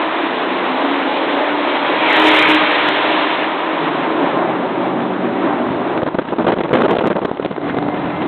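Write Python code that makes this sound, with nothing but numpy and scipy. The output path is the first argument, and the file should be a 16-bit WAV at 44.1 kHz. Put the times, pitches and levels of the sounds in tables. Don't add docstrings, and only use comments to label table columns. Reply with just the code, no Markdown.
import sys
import numpy as np
from scipy import signal
from scipy.fft import rfft, irfft, next_fast_len
from scipy.io import wavfile
from scipy.ndimage import uniform_filter1d

SR = 44100
rng = np.random.default_rng(int(sys.argv[2]) if len(sys.argv) > 2 else 0)


def materialize(psi):
    bounded = np.clip(np.atleast_2d(psi).T, -1, 1)
    quanta = np.round(bounded * 32767).astype(np.int16)
    wavfile.write(sys.argv[1], SR, quanta)


N = 364707
TIME = np.arange(N) / SR


def undb(db):
    return 10 ** (np.asarray(db) / 20)


def unit(x):
    return x / np.sqrt(np.mean(x ** 2))


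def curves(rows):
    s, *columns = np.transpose(rows)
    return [np.interp(TIME, s, column) for column in columns]


def colour(x, points):
    hz, db = np.transpose(points)
    size = next_fast_len(N)
    f = np.fft.rfftfreq(size, 1 / SR)
    gain = undb(np.interp(np.log(f + 1), np.log(hz), db))
    return unit(irfft(rfft(x, size) * gain, size)[:N])


def band(x, low_hz, high_hz):
    sos = signal.butter(4, [low_hz, high_hz], "band", fs=SR, output="sos")
    return unit(signal.sosfiltfilt(sos, x))


def walk(rate_hz):
    knots = np.arange(0, N / SR + 1, 1 / rate_hz)
    return unit(np.interp(TIME, knots, rng.standard_normal(len(knots))))


def noise():
    return rng.standard_normal(N)


def ramp(middle_s, length_s):
    return np.clip(.5 + (TIME - middle_s) / length_s, 0, 1)


def swell(at_s, width_s):
    return np.exp(-((TIME - at_s) / width_s) ** 2)


def running(start_s, end_s, fade_s=0.098):
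    return np.clip(1 + np.minimum(TIME - start_s, end_s - TIME) / fade_s, 0, 1)


TUNNEL_T60_S = 2.6


def tunnel(x, wet_db):
    t = TIME[:2 * SR]
    tail = rng.standard_normal(len(t)) * np.exp(-np.log(1000) * t / TUNNEL_T60_S)
    echo = signal.fftconvolve(x, tail / np.linalg.norm(tail))[:N]
    return (x + undb(wet_db) * echo) / np.hypot(1, undb(wet_db))


# (time [s], firing rate [Hz])
OVERTAKER_PITCH = [(0.8, 279), (1.4, 289.8), (1.85, 298.2), (2.049, 313.2), (2.8, 306.1), (3.3, 315.6),
                   (4.5, 322.6)]
PASS_S = 2.324
OVERTAKER_DB, ALONGSIDE_DB = -28.5, 10.5


def closeness(coming_s, going_s, lead_s=0):
    t = TIME - PASS_S + lead_s
    return 1 / (1 + (t / np.where(t < 0, coming_s, going_s)) ** 2)


def overtaker():
    firing_hz, = curves(OVERTAKER_PITCH)
    db = OVERTAKER_DB + ALONGSIDE_DB * closeness(coming_s=0.26, going_s=0.47, lead_s=0.051)
    return firing_hz, undb(db) * running(OVERTAKER_PITCH[0][0], OVERTAKER_PITCH[-1][0])


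# (multiple of the eight-firing cycle [1], overtaker level [dB], follower level [dB],
#  level of a V8 at middle revs [dB], level of the microphone's car in its next gear [dB])
EXHAUST_LINES = [(5, -28, -28, -29, -24), (6, -30, -13, -25, -30), (8, -1, -1, 0, -11),
                 (10, -12, -5, -1, -20), (11, -11, -6, -8, -25), (12, -20, -9, -10, -21),
                 (13, -18, -8, -9, -25), (14, -16, -3, -4, -12), (15, -12, -11, -11, -19),
                 (16, -6, -6, 1, 0), (19, -14, -4, -9, -20), (21, -13, -13, -10, -21),
                 (22, -13, -12, -10, -18), (24, -8, -8, -4, -17), (26, -7, -6, -8, -20),
                 (27, -14, -12, -12, -21), (32, -18, -7, -7, -16), (40, -22, -17, -11, -11)]
# (frequency [Hz], gain [dB])
CABIN_RESONANCES = [(165, -0.5), (178, -1), (185, 2.5), (190, 5), (193, -4), (214, -10), (228, 1.5),
                    (246, 3), (262, 0)]


def engine(firing_hz, gain, index, wet_db, rough, overtones=1):
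    cycle = np.cumsum(firing_hz / 8 * (1 + .003 * walk(25) + .003 * walk(5))) / SR
    shudder = walk(130)
    heard = gain > 0
    out = np.zeros(N)
    for multiple, *line_db in EXHAUST_LINES:
        waver = (1 + rough * walk(40)) * undb(2.5 * walk(11))
        if multiple > 12:
            waver = waver * overtones
        blur = 3.3 * rough * np.clip(multiple / 8 - 1, 0, 1.3) * walk(28)[heard]
        boom_db = np.interp(multiple * firing_hz[heard] / 8, *np.transpose(CABIN_RESONANCES))
        phase = 2 * np.pi * (multiple * cycle[heard] + rng.random()) + blur
        out[heard] += undb(line_db[index] + boom_db) * waver[heard] * np.sin(phase)
    out = out * (1 + .75 * rough * shudder)
    return tunnel(np.sqrt(2) * out * gain, wet_db)


# (start [s], end [s], firing rate [Hz], climb [Hz/s], start offset [Hz], settling [s], loudest time [s],
#  level [dB], fade either side [dB/s], exhaust level column [index, rounded], echo [dB], roughness [0-1])
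ENGINE_PULLS = [ (0.0, 0.83, 320.5, 12.5, 0, .3, 0.63, -32, 1, 0.5, -12.5, 0.35),
                (0.3, 4.0, 249.9, 13, 0, 0.27, 0.97, -30.5, 2, 1, -14, 0.16),
                (2.851, 6.0, 162.7, 11.5, -50, 0.32, 5.45, -30, 6.5, 2, -10.5, 0.22),
                (3.7, 5.4, 135.1, 0, 27, 0.37, 4.8, -41, 2.5, 2, -5.5, .35),
                (7.6, 8.27, 145.2, 4.5, 0, .3, 7.9, -26.5, 2, 3, -20, .06), ]


def pack():
    out = 0
    for start, end, hz, climb, offset, settling, loudest, db, fade, column, wet_db, rough in ENGINE_PULLS:
        t = TIME - start
        firing_hz = hz + climb * t + offset * np.exp(-(t / settling) ** 2)
        gain = undb(db - fade * np.abs(TIME - loudest)) * running(start, end)
        out = out + engine(firing_hz, gain, index=round(column), wet_db=wet_db, rough=rough)
    return out


# (resonance [Hz], width [Hz], level [dB])
PIPE_RESONANCES = [(987, 98, 0), (1330, 250, -4.5), (1950, 190, -2.5), (2285, 150, 1), (3274, 240, -4)]
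PASS_WIDTH_S, PASS_DB = 0.35, -17.5


def blare(sharpness=4, gas=0.49):
    firing_hz, _ = overtaker()
    firings = np.cumsum(firing_hz * (1 + .008 * walk(45))) / SR
    near_bank = np.array([1, 0, 1, 0, 0, 1, 0, 1])[firings.astype(int) % 8]
    puffs = np.exp(-sharpness * (firings % 1)) * (1 + near_bank) * (1 + gas * noise())
    ring = 0
    for hz, width, db in PIPE_RESONANCES:
        ring = ring + undb(db) * band(puffs, hz - width / 2, hz + width / 2)
    near = closeness(PASS_WIDTH_S, PASS_WIDTH_S)
    near = near * running(OVERTAKER_PITCH[0][0], OVERTAKER_PITCH[-1][0])
    return tunnel(unit(ring) * near, wet_db=-0.5) * undb(PASS_DB)


TYRES_S, TYRES_WIDTH_S, TYRES_DB = 2.32, 0.28, -20


def tyres(low_hz=1150, high_hz=3600, level_s=2.22, sweep_s=0.26, lag_s=0.00163, mirror=0.79):
    hiss = band(noise(), low_hz, high_hz)
    lag = lag_s / np.hypot(1, (TIME - level_s) / sweep_s)
    both = hiss + mirror * np.interp(TIME - lag, TIME, hiss)
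    return unit(both) * undb(TYRES_DB) * swell(TYRES_S, TYRES_WIDTH_S)


# (time [s], centre [Hz], level [dB])
HISS_FLARE = [(1.9, 2585, -44), (2.06, 2405, -23), (2.13, 1950, -17), (2.21, 1777, -30), (2.3, 2150, -28),
              (2.39, 2195, -18), (2.471, 2383, -20), (2.61, 2236, -26), (2.75, 2241, -44)]
FLARE_WIDTH_HZ = 330


def flare():
    hz, db = curves(HISS_FLARE)
    low_pass = signal.butter(2, FLARE_WIDTH_HZ / 2, fs=SR, output="sos")
    hiss = unit(signal.sosfilt(low_pass, noise()))
    carrier = np.sqrt(2) * np.sin(2 * np.pi * np.cumsum(hz) / SR)
    return hiss * carrier * undb(db) * running(HISS_FLARE[0][0], HISS_FLARE[-1][0])


# (frequency [Hz], relative level per Hz [dB])
ROAR_SPECTRUM = [(90, -35), (170, -19.5), (228, -12), (285, 0.5), (360, -1.5), (480, -8), (610, -2),
                 (740, -2.5), (1020, -2), (1400, -5.5), (1800, -5.5), (2300, -7.5), (3600, -11.5),
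                 (4400, -23.5)]
# (time [s], half length [s], level change [dB])
ROAR_SURGES = [(0.38, 0.089, -0.5), (2.323, 0.064, 0.5), (2.654, 0.14, -1.1), (3.056, 0.21, 0.85),
               (3.551, 0.23, -2), (4.299, 0.63, 2), (5.471, 0.083, 4), (7.801, 0.12, -3.5)]
ROAR_DB, ROAR_FADE_DB_PER_S, ROAR_PASS_DB = -17, 0.31, 2.5
RASP_NEAR_DB, RASP_FAR_DB, RASP_PASS_DB = -5, -13, 7
AWAY_S, AWAY_LENGTH_S = 3.91, 1.12


def roar(pulsing=0.11, flicker_db=1.34, neutral_db=-2.0, rasp_slope=1.23, boom_slope=0.56, wander_db=.5):
    firing_hz, gain = overtaker()
    phase = 2 * np.pi * np.cumsum(firing_hz) / SR
    puffs = 1 + pulsing * gain / gain.max() * (np.cos(phase) + np.cos(phase * 3 / 8) / 2)
    gas = colour(noise() * puffs, ROAR_SPECTRUM)
    near = closeness(coming_s=0.29, going_s=0.75)
    level_db = ROAR_DB - ROAR_FADE_DB_PER_S * TIME + ROAR_PASS_DB * near + wander_db * walk(7)
    level_db = level_db + sum(db * swell(s, width) for s, width, db in ROAR_SURGES)
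    away_db = (RASP_FAR_DB - RASP_NEAR_DB) * ramp(AWAY_S, AWAY_LENGTH_S)
    rasp_db = RASP_NEAR_DB + away_db + RASP_PASS_DB * near
    out, below = 0, 0
    for edge_hz in 200 * 2 ** np.arange(0, 5.6, .5):
        upto = signal.sosfiltfilt(signal.butter(4, edge_hz, fs=SR, output="sos"), gas)
        tilt = np.interp(np.log(edge_hz), np.log([330, 950, 3200]), [-boom_slope, 0, rasp_slope])
        out = out + (upto - below) * undb(tilt * (rasp_db - neutral_db) + flicker_db * walk(30))
        below = upto
    return out * undb(level_db)


# (time [s], length [s], level before trim [dB], treble against that level before trim [dB])
HARD_BURSTS = [(2.887, 0.0024, -13, 4), (5.665, 0.0065, -24, -19), (5.975, 0.0031, -14, -7),
               (6.019, .007, -15, -15), (6.03, 0.0063, -9.5, -17.5), (6.062, 0.029, -15, -14.5),
               (6.145, 0.01, -12, -20), (6.186, 0.012, -10, -16), (6.216, 0.012, -21.5, -12),
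               (6.276, 0.046, -25, -6), (6.323, 0.018, -14.5, -18.5), (6.384, 0.03, -10.5, -21),
               (6.409, 0.027, -17.5, -14), (6.444, 0.015, -16, -17), (6.467, 0.043, -10, -13.5),
               (6.519, 0.023, -12, -13.5), (6.563, 0.015, -16.5, -18), (6.584, 0.015, -16.5, -14),
               (6.604, 0.013, -11.5, -15), (6.635, 0.0076, -14, -9.5), (6.645, 0.019, -16, -16),
               (6.679, 0.0076, -19.5, -12), (6.706, 0.016, -14, -18), (6.73, 0.033, -7.5, -13),
               (6.768, 0.059, -12, -13), (6.833, 0.035, -10, -16.5), (6.881, 0.028, -13, -14),
               (6.911, 0.031, -9.5, -15), (6.95, 0.011, -12.5, -18), (6.966, 0.0068, -13, -14),
               (6.984, 0.015, -12, -6.5), (7.007, 0.0205, -13.5, -15), (7.037, 0.014, -12.5, -19),
               (7.055, 0.03, -11, -13.5), (7.101, 0.024, -11.5, -15), (7.153, 0.024, -14, -20),
               (7.182, 0.012, -13.5, -19), (7.216, 0.025, -18.5, -19), (7.248, 0.012, -12, -13),
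               (7.279, 0.021, -19.5, -17), (7.313, 0.004, -10.5, -21), (7.337, .006, -22, -14),
               (7.372, 0.0051, -21, -8.5), (7.397, 0.0042, -12, -26), (7.423, 0.009, -21, -9),
               (7.447, 0.017, -13.5, -12), (7.511, 0.0071, -13.5, -21), (7.524, .006, -21, -14),
               (7.579, 0.0069, -15.5, -24), (7.678, 0.033, -17.5, -13), (7.745, 0.0054, -14, -12),
               (7.767, 0.014, -16, -13.5), (7.785, .004, -10.5, -10.5), (7.824, 0.0055, -13, -10.5),
               (7.864, 0.0052, -17, -21), (7.883, 0.006, -13, -16), (7.963, 0.02, -19, -10.5),
               (8.055, 0.0075, -15, -11), (8.211, 0.022, -19, -9)]
# (frequency [Hz], relative level per Hz [dB])
EDDY_SPECTRUM = [(30, -44), (90, -20), (140, -8), (215, -2), (330, 1), (600, -3), (950, -8), (1580, -14),
                 (2150, -22), (3500, -27), (4400, -42)]
EDDIES_FROM_S, EDDY_LENGTH_S, EDDY_DB, EDDY_SCATTER_DB, EDDY_TREBLE_DB = 5, .005, -24, 0.5, -11
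HEIGHT_S, HEIGHT_WIDTH_S, HEIGHT_DB = 6.94, 0.34, 8
CRACK_DB = 4.5


def eddies(count=60):
    jitter, stretch, strength, bright = rng.standard_normal((count, 4)).T
    s = np.linspace(EDDIES_FROM_S, N / SR, count, endpoint=False) + EDDY_LENGTH_S * jitter
    length_s = EDDY_LENGTH_S * np.exp(0.33 * stretch)
    height = np.exp(-((s - HEIGHT_S) / HEIGHT_WIDTH_S) ** 2)
    db = EDDY_DB + HEIGHT_DB * height + EDDY_SCATTER_DB * strength
    return list(zip(s, length_s, db, EDDY_TREBLE_DB + EDDY_SCATTER_DB * bright))


def buffeting(rise_s=.0012, edge_s=0.002, gust_db=-1.34, treble_db=-3.5, slap_db=2.5, crack_s=0.00012):
    air = colour(noise(), EDDY_SPECTRUM)
    thump, tear, cracks = np.zeros((3, N))
    for s, length, db, bright_db in HARD_BURSTS + eddies():
        at = slice(int((s - edge_s) * SR), int((s + length + 6 * edge_s) * SR))
        t = TIME[at] - s
        decay = np.exp(-np.maximum(t - length + edge_s, 0) / edge_s)
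        shape = np.clip(1 + 2 * t / rise_s, 0, 1) * decay
        slap = undb(slap_db * np.exp(-((t - edge_s) / edge_s) ** 2))
        thump[at] = np.maximum(thump[at], shape * np.sqrt(slap) * undb(db + gust_db))
        tear[at] = np.maximum(tear[at], shape * slap * undb(db + bright_db + treble_db))
        spike = ((t - rise_s) / crack_s) ** 2
        cracks[at] -= (1 - 2 * spike) * np.exp(-spike) * undb(db + bright_db + CRACK_DB)
    churn = walk(450)
    low = band(air, 25, 900)
    low = low / np.sqrt(uniform_filter1d(low ** 2, size=SR // 130)) * unit(undb(1.5 * churn))
    middle = band(air, 900, 1600) * unit(undb(3 * churn))
    high = band(air, 1600, 5000) * unit(undb(3.2 * churn))
    return (low + undb(-12.5) * middle) * thump + high * tear + cracks


# (time [s], peak level before SNAP_DB [dB])
PORT_SNAPS = [(5.976, -6), (6.033, -9), (6.066, -12), (6.076, -7), (6.146, -9), (6.186, -11), (6.388, -7),
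              (6.485, -1), (6.495, -8), (6.523, -1), (6.611, -7), (6.637, -6), (6.736, 0.5), (6.758, -3),
              (6.790, -7), (6.810, -4), (6.851, -2), (6.859, -1), (6.884, -7), (6.913, -8), (6.931, -8),
              (6.954, -4), (6.970, -7), (6.987, -1), (7.073, 2), (7.106, -5), (7.166, -6), (7.257, -5),
              (7.449, -4.5), (7.461, -2), (7.515, -12), (7.692, -8), (7.787, -3), (7.825, -8), (7.884, -9)]
SNAP_S, SNAP_DB = 0.00055, -2.5


def snaps():
    out = np.zeros(N)
    age = np.arange(SR // 100) / SR / SNAP_S
    for s, db in PORT_SNAPS:
        at = slice(int(s * SR), int(s * SR) + SR // 100)
        out[at] -= (1 - age) * np.exp(-age) * undb(db + SNAP_DB)
    return out


WHISTLE_HZ, WHISTLE_DB, WHISTLE_FROM_S = 2080, -42.5, 7.5


def whistle():
    phase = 2 * np.pi * np.cumsum(WHISTLE_HZ * (1 + .003 * walk(60))) / SR
    level = undb(WHISTLE_DB + 2.5 * walk(15)) * running(WHISTLE_FROM_S, N / SR)
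    return np.sqrt(2) * np.sin(phase) * level


# (frequency [Hz], relative level per Hz [dB])
RUMBLE_SPECTRUM = [(20, -20.5), (50, -13.5), (90, -6), (140, 2.5), (190, 6.5), (300, -2), (600, -32)]
CRUISE_DB, FAST_DB, WAKE_DB = -46.5, -29.5, -34.5
SPEED_UP_S, SPEED_UP_LENGTH_S = 4.95, 1.9


def rumble(wander_db=1.5):
    road = undb(CRUISE_DB + (FAST_DB - CRUISE_DB) * ramp(SPEED_UP_S, SPEED_UP_LENGTH_S))
    wake = undb(WAKE_DB) * swell(PASS_S, width_s=0.39)
    return colour(noise(), RUMBLE_SPECTRUM) * np.hypot(road, wake) * undb(wander_db * walk(13))


FORE_DB, FORE_S, FORE_WIDTH_S = 3, 1.6, 0.52
AFT_DB, AFT_S, AFT_WIDTH_S = 3, 3, 0.28
SINK_FROM_S, SINK_TO_S, SINK_EDGE_S, SINK_DB = 6.01, 7.62, 0.045, -8.5


def scene():
    bright = undb(FORE_DB * swell(FORE_S, FORE_WIDTH_S) + AFT_DB * swell(AFT_S, AFT_WIDTH_S))
    cars = engine(*overtaker(), index=0, wet_db=-14, rough=.29, overtones=bright) + pack()
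    passing = blare() + tyres() + flare()
    background = roar() + rumble() + whistle()
    windy = ramp(SINK_FROM_S, SINK_EDGE_S) - ramp(SINK_TO_S, SINK_EDGE_S)
    wind = buffeting() + snaps()
    return ((cars + passing + background) * undb(SINK_DB * windy) + wind)[None]


KNEE, LOPSIDED = 0.72, 0.06
BAND_HZ, CLIP_LEVEL, TOP_HZ = 4950, .71, 15900


def record(dry):
    knee = KNEE - LOPSIDED * np.sign(dry)
    rounded = knee * dry / (knee ** 6 + dry ** 6) ** (1 / 6)
    high_pass = signal.butter(1, 45, "high", fs=SR, output="sos")
    thin = signal.sosfiltfilt(high_pass, rounded, padtype="even", padlen=SR // 10)
    narrow = signal.sosfilt(signal.cheby2(14, 75, BAND_HZ, fs=SR, output="sos"), thin)
    clipped = np.clip(narrow, -CLIP_LEVEL, CLIP_LEVEL)
    return signal.sosfilt(signal.ellip(8, .2, 70, TOP_HZ, fs=SR, output="sos"), clipped)


dry = scene()
out = record(dry)
materialize(out)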